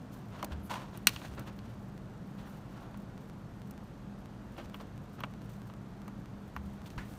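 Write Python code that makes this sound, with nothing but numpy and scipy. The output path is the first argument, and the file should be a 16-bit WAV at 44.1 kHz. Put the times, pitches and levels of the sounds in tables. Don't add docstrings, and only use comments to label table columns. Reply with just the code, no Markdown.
import sys
import numpy as np
from scipy import signal
from scipy.fft import rfft, irfft
from scipy.io import wavfile

SR = 44100
rng = np.random.default_rng(int(sys.argv[2]) if len(sys.argv) > 2 else 0)


def materialize(psi):
    bounded = np.clip(np.atleast_2d(psi).T, -1, 1)
    quanta = np.round(bounded * 32767).astype(np.int16)
    wavfile.write(sys.argv[1], SR, quanta)


N = 316638
T = np.arange(N) / SR


def undb(db):
    return 10 ** (np.asarray(db) / 20)


def unit(x):
    return x / np.sqrt(np.mean(x ** 2))


def add(track, start_s, sound):
    i = int(start_s * SR)
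    track[i:i + len(sound)] += sound[:N - i]


def band(x, hz, kind, order=2):
    return signal.sosfilt(signal.butter(order, min(hz, .45 * SR), kind, fs=SR, output="sos"), x)


def bell(x, hz, q, db):
    return x + (undb(db) - 1) * signal.lfilter(*signal.iirpeak(min(hz, .45 * SR), q, fs=SR), x)


def colour(x, points, tilt_db_oct=0):
    octave = np.log2(np.maximum(np.fft.rfftfreq(len(x), 1 / SR), 1))
    hz, db = np.transpose(points)
    gain = undb(np.interp(octave, np.log2(hz), db) + tilt_db_oct * octave)
    return unit(irfft(rfft(x) * gain, len(x)))


def narrow(size, hz, width_hz):
    f = np.fft.rfftfreq(size, 1 / SR)
    return unit(irfft(rfft(rng.standard_normal(size)) / (1 + ((f - hz) / width_hz) ** 2), size))


def fade(t, t60_s):
    return np.exp(-np.log(1000) * t / max(t60_s, 1e-4))


# (frequency [Hz], relative level [dB])
AIR_SPECTRUM = [(15, -41), (25, -16), (55, -7.5), (86, -11), (112, -3.5), (169, -5.5), (200, -6),
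                (227, -10), (260, -11), (331, -16), (500, -20.5), (741, -22.5), (1450, -28.5),
                (2170, -37.5), (7500, -49), (10600, -54), (12500, -52), (15500, -71)]
# (frequency [Hz], width [Hz], level [dB], waver [0-1])
FAN_TONES = [(115.9, 2.4, -57.5, 0.3), (200.2, 2.7, -52.5, 0.15)]


def ventilation(air_db=-46.77):
    out = undb(air_db) * colour(rng.standard_normal(N), AIR_SPECTRUM)
    for hz, width_hz, db, waver in FAN_TONES:
        out += undb(db) * unit(waver * narrow(N, hz, width_hz) + np.sin(2 * np.pi * hz * T) / 2)
    return out


def hiss(level_db=-86, low_hz=1500, top_hz=5000):
    noise = band(rng.standard_normal((2, N)), low_hz, "high", order=4)
    return undb(level_db) * unit(band(noise, top_hz, "low", order=1))


def grit(size, slips_per_s=5000, scatter_db=2, smooth_gain=2.2):
    slips = rng.random(size) < slips_per_s / SR
    strength = undb(scatter_db * np.minimum(rng.exponential(size=size), 4))
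    return unit(slips * strength * rng.standard_normal(size)) + smooth_gain * rng.standard_normal(size)


def creep(slips_per_s=30, scatter_db=2.5, t60_s=.07, low_hz=3000):
    slips = rng.random(N) < slips_per_s / SR
    strength = undb(scatter_db * np.minimum(rng.exponential(size=N), 2.5))
    speed = signal.fftconvolve(slips * strength, fade(T[:SR // 8], t60_s))[:N]
    return unit(band(speed * rng.standard_normal(N), low_hz, "high"))


# (frequency [Hz], relative level [dB])
RUB_SPECTRUM = [(180, -28.5), (300, 0), (467, -13.5), (560, -4), (898, -9.5), (1010, -6), (1200, -11.5),
                (1440, -8.5), (2000, -16.5), (2520, -17), (2730, -16.5), (15000, -41)]


def rustle(rest_db=-70.5, creep_db=-78.5, lift_db=5, busy_s=.12, wander_db=2, wander_hz=3):
    starts_s = [row[0] for row in STRAP_SCRAPES + FINGER_BRUSHES]
    busy = np.tanh(sum(np.exp(-((T - s) / busy_s) ** 2) for s in starts_s))
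    pressure = undb(lift_db * busy + wander_db * np.tanh(narrow(N, 0, wander_hz)))
    return pressure * (undb(rest_db) * colour(grit(N), RUB_SPECTRUM) + undb(creep_db) * creep())


ACCENTS_S = [1.3387, 1.9787, 3.1787, 3.2987, 3.6187, 3.7787, 4.2587, 4.6587, 4.6987, 4.9787, 5.3387, 5.4187,
             5.6187, 5.7387, 6.0187, 6.2587, 6.8187, 7.1387]


def ticking(start_s=.0187, period_s=.04, base_db=-53, scatter_db=3, range_db=6, accent_db=-37.5,
            relax_hz=600):
    at = (np.arange(start_s, N / SR, period_s) * SR).astype(int)
    steps = np.zeros(N)
    steps[at] = undb(base_db + np.minimum(scatter_db * rng.exponential(size=len(at)), range_db))
    steps[(np.array(ACCENTS_S) * SR).astype(int)] = undb(accent_db)
    return signal.lfilter([1], [1, -np.exp(-2 * np.pi * relax_hz / SR)], steps)


def rasp(size, depth_db, catches_per_s):
    catch = np.cumsum(rng.random(size) < catches_per_s / SR)
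    return unit(undb(depth_db * rng.uniform(-2.3, 2.6, size))[catch])


def stroke(rise_s, hold_s, t60_s):
    t = T[:SR]
    return np.minimum(t / rise_s, 1) * fade(np.maximum(t - rise_s - hold_s, 0), t60_s)


def slide(slips, tilt_db_oct, body_hz, body_db, body_q=4.6):
    friction = colour(slips, RUB_SPECTRUM, tilt_db_oct)
    body = signal.lfilter(*signal.iirpeak(min(body_hz, SR / 4), body_q, fs=SR), friction)
    return unit(friction + undb(body_db) * body)


# (time [s], t60 [s], level [dB], tilt [dB/oct])
FINGER_BRUSHES = [(.11, 0.28, -60.5, 9), (0.301, 0.66, -49, 0), (.5, 0.21, -42, -2.5),
                  (.921, 0.23, -51.5, 1.5), (1.07, 0.65, -50, 5), (1.215, 0.35, -48.5, 2.5),
                  (1.365, 0.19, -44, -2), (1.45, 0.24, -48.5, 0.5), (1.62, 0.36, -56.5, 2.5),
                  (2.379, 0.86, -56.5, -1), (2.44, 0.52, -62, 10), (2.66, 0.98, -57.5, 0),
                  (2.75, 0.43, -60, 0), (5.178, 0.12, -47.5, -1), (5.489, 0.078, -59, 8),
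                  (6.62, 0.84, -66, 5), (6.979, 1.36, -58.5, 9)]


def brushes(rise_share=.11, untilted_body_hz=1090):
    out = np.zeros(N)
    for s, t60_s, db, tilt_db_oct in FINGER_BRUSHES:
        body_hz = untilted_body_hz * 2 ** (-.2 * tilt_db_oct)
        slips = rasp(SR, depth_db=2, catches_per_s=110) * grit(SR)
        speed = stroke(rise_share * t60_s, 0, t60_s)
        add(out, s, undb(db) * speed * slide(slips, tilt_db_oct, body_hz, body_db=-2.5))
    return out


def ring(modes, t, detune=0, shortening=0, scatter_db=.7):
    hz, db, t60_s = np.transpose(modes)
    hz = hz * (1 + detune * rng.standard_normal(len(hz)))
    gains = (-1) ** np.arange(len(hz)) * undb(db + scatter_db * rng.standard_normal(len(hz)))
    t60_s = t60_s * (1 - shortening)
    waves = sum(a * fade(t, d) * np.cos(2 * np.pi * f * t) for f, a, d in zip(hz, gains, t60_s))
    return waves / np.sqrt(np.sum(gains ** 2) / 2)


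def grip(contact_hz, bare_hz=10000):
    return max(1 - contact_hz / bare_hz, 0)


# (frequency [Hz], relative level [dB], t60 [s])
LINK_MODES = [(1504, -4.5, 0.02), (1906, -9, 0.026), (2280, -5, 0.019), (2485, -6.5, 0.023),
              (2563, -9.5, 0.036), (2680, -3.5, .02), (2872, -1, 0.02), (3340, -7, 0.023),
              (3800, -10.5, 0.02), (4190, -4.5, 0.026), (4400, -4.5, 0.017), (4740, -14.5, 0.037),
              (5644, -10, 0.031), (6150, -7, 0.022), (7290, -11, 0.023), (8000, -6.5, 0.0205),
              (8680, -7.5, 0.021), (9540, -3, 0.021), (10400, -14, 0.007), (12160, -13, 0.033),
              (13700, -5.5, .014), (15000, -9, .015), (15430, -11.5, .017)]
TABLE_MODES = [(275, -11, 0.092), (610, -9.5, 0.034), (650, -3, 0.024), (848, -7, 0.031), (993, 0.5, 0.026),
               (1183, 0.5, 0.028), (1400, -7, .02), (1590, -14.5, 0.03), (1990, -14.5, 0.0059),
               (2040, -17, 0.018)]


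def contact(ring_db, contact_hz, knock_db, edge_db, spot_hz, seat_s=.0009):
    t = T[:SR // 8]
    crack, edge, wood = rng.standard_normal((3, len(t)))
    crack = unit(band(band(crack, 1300, "high"), 9000, "low", order=1))
    steel = ring(LINK_MODES, t, detune=.014 * grip(contact_hz), shortening=.15 * grip(contact_hz))
    steel += undb(-2) * crack * fade(t, t60_s=.014)
    steel = bell(steel, spot_hz, q=7, db=5.5)
    wood = unit(band(band(wood, 500, "high"), 2230, "low"))
    knock = ring(TABLE_MODES, t) + undb(-6) * wood * fade(t, t60_s=.025)
    click = undb(ring_db) * band(steel, contact_hz, "low", order=4) + undb(knock_db) * knock
    click += undb(edge_db) * band(edge, 6500, "high") * fade(t, t60_s=.015)
    seating = 1 - np.exp(-2 * t / seat_s)
    return seating * click


# (time [s], relative level [dB])
EDGE_GLANCES = [(0.427, -32), (0.4448, -23.5), (0.974, -32.5), (1.3945, -32.5), (2.973, -42.5),
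                (3.709, -36), (5.203, -41.5), (6.079, -41.5), (6.563, -56.5)]


def glances():
    out = np.zeros(N)
    for s, db in EDGE_GLANCES:
        add(out, s, contact(ring_db=db - 13, contact_hz=7500, knock_db=db - 15, edge_db=db, spot_hz=6300))
    return out


# (time [s], relative ring [dB], contact cut-off [Hz], relative knock [dB], favoured frequency [Hz])
LINK_CLICKS = [(0.4273, -41, 7500, -24, 6200), (1.0701, -4, 15500, -23.5, 4134),
               (1.1612, -28, 5200, -34, 3000), (1.216, -39, 3000, -37, 2300),
               (1.589, -42, 6000, -53.5, 4770), (2.9432, -61, 2010, -38.5, 1480),
               (4.566, -47.5, 4300, -50, 3000), (4.579, -48, 5000, -44, 2490),
               (4.598, -47, 5040, -39, 3020), (4.612, -49, 4200, -44, 2800),
               (4.743, -32, 3700, -33.5, 3220), (4.801, -50, 4500, -37.5, 2240),
               (4.809, -49, 5420, -43, 4430), (5.205, -34, 3120, -33.5, 3150),
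               (5.2357, -22, 2920, -23, 3080), (5.698, -49, 3480, -41, 3020), (6.079, -54, 2990, -35, 2700),
               (6.563, -33.5, 3300, -27.5, 1860), (6.8584, -44.5, 4430, -56, 3500),
               (6.878, -54, 8000, -55.5, 3400), (6.9027, -45.5, 8500, -53, 6200),
               (6.978, -37, 2390, -33.5, 1900)]


def clicks(free_edge_db=-4.5, grip_edge_db=-25, rebound_s=.007, rebound_db=-3.5, rebound_hz=2830):
    out = np.zeros(N)
    for s, ring_db, contact_hz, knock_db, spot_hz in LINK_CLICKS:
        firmness = grip(contact_hz)
        edge_db = ring_db + free_edge_db + grip_edge_db * firmness
        blow = (ring_db, contact_hz, knock_db, edge_db, spot_hz)
        add(out, s, contact(*blow))
        rebound = band(contact(*blow), rebound_hz, "low", order=4)
        add(out, s + rebound_s, undb(rebound_db) * firmness * rebound)
    return out


# (time [s], hold [s], t60 [s], level [dB], tilt [dB/oct], resonance [Hz], resonance [dB])
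STRAP_SCRAPES = [(.433, 0.0037, 0.098, -37.5, -4.5, 895, 9), (0.517, 0.014, 0.026, -51, 2.5, 3100, 0),
                 (0.6949, 0.039, 0.42, -37.5, 1.5, 950, 5), (1.076, 0.014, 0.026, -34, 6, 2400, 0),
                 (2.382, 0.024, 0.22, -57, 1, 3480, -1.5), (2.814, 0.02, .2, -54, -3.5, 2500, -1.5),
                 (4.578, 0.012, 0.17, -46, -1, 2680, -5), (4.638, .01, .06, -61, 5, 5800, 0),
                 (4.796, 0.013, 0.14, -51, -0.1, 4320, -13.5), (5.529, 0.0077, .06, -63, 8, 6140, -3),
                 (6.86, 0.012, 0.07, -57.5, 6, 3400, -3), (6.899, 0.014, 0.13, -60, 7.5, 3600, 3),
                 (6.977, 0.014, 0.31, -47, 1.5, 1840, 7)]


def scrapes(rise_s=.0033):
    out = np.zeros(N)
    for s, hold_s, t60_s, db, tilt_db_oct, body_hz, body_db in STRAP_SCRAPES:
        catches = rasp(SR, depth_db=1.2, catches_per_s=230)
        slips = catches * grit(SR, slips_per_s=1800, scatter_db=0, smooth_gain=1.5)
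        speed = stroke(rise_s, hold_s, t60_s)
        add(out, s, undb(db) * speed * slide(slips, tilt_db_oct, body_hz, body_db))
    return out


# (time [s], frequency [Hz], level [dB], rise [s], t60 [s])
TABLE_BUMPS = [(0.508, 74.8, -35, 0.019, 0.58), (1.072, 205, -31, 0.0052, 0.057),
               (1.279, 66.4, -41, 0.021, 0.38), (6.55, 71.5, -41.5, 0.029, 0.86),
               (6.975, 52, -34, 0.0028, 0.13)]


def bumps():
    out, t = np.zeros(N), T[:SR // 2]
    for s, hz, db, rise_s, t60_s in TABLE_BUMPS:
        swing = np.minimum(t / rise_s, 1) * fade(np.maximum(t - rise_s, 0), t60_s)
        add(out, s, undb(db) * swing * np.sin(2 * np.pi * hz * t))
    return out


# (frequency [Hz], width [Hz], level [dB])
SQUEAK_PARTIALS = [(10130, 200, -64), (13000, 280, -65.5)]


def squeak(start_s=.612, length_s=.085):
    out, size = np.zeros(N), int(length_s * SR)
    whistle = sum(undb(db) * narrow(size, hz, width_hz) for hz, width_hz, db in SQUEAK_PARTIALS)
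    add(out, start_s, np.hanning(size) * whistle)
    return out


# (frequency [Hz], relative level [dB], t60 [s])
SPRING_MODES = [(6320, -17, .015), (12420, -3, .012), (13250, -7.5, .015), (14280, -0.5, .018)]
# (time [s], relative level [dB])
SPRING_PINGS = [(1.583, -56), (4.7435, -49), (5.204, -44.5), (6.5645, -49)]


def pings():
    out = np.zeros(N)
    for s, db in SPRING_PINGS:
        add(out, s, undb(db) * ring(SPRING_MODES, T[:SR // 8]))
    return out


def room(x, early_db=-24.5, early_s=.035, early_t60_s=.12, tail_db=-30, tail_t60_s=.36, wall_hz=5000):
    t = T[:SR // 2]
    early, tail = rng.standard_normal((2, len(t))) * (t > .006)
    early = early * fade(t, early_t60_s) * (t < early_s)
    tail = band(tail, wall_hz, "low") * fade(t, tail_t60_s)
    echoes = (undb(early_db) * unit(early) + undb(tail_db) * unit(tail)) / np.sqrt(len(t))
    return x + signal.fftconvolve(x, band(echoes, wall_hz, "low", order=1))[:N]


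def scene(steel_trim_db=-5.5, width_db=-14, side_low_hz=900):
    steel = undb(steel_trim_db) * (clicks() + glances() + pings())
    friction = band(scrapes() + brushes() + rustle(), 130, "high")
    handling = steel + friction + squeak()
    mid = room(handling) + bumps() + ventilation() + ticking()
    reflections = room(handling, wall_hz=12000) - handling
    side = undb(width_db) * band(reflections, side_low_hz, "high")
    return np.array([mid + side, mid - side])


# (frequency [Hz], width [Hz], gain [dB])
PORT_DIPS = [(5100, 330, -2.5), (7670, 650, -2), (8750, 600, 0), (10500, 1300, -5)]


def record(dry):
    for hz, width_hz, db in PORT_DIPS:
        dry = bell(dry, hz, hz / width_hz, db)
    top_cut = signal.ellip(10, .2, 80, 15500, fs=SR, output="sos")
    return signal.sosfilt(top_cut, dry + hiss())


dry = scene()
out = record(dry)
materialize(out)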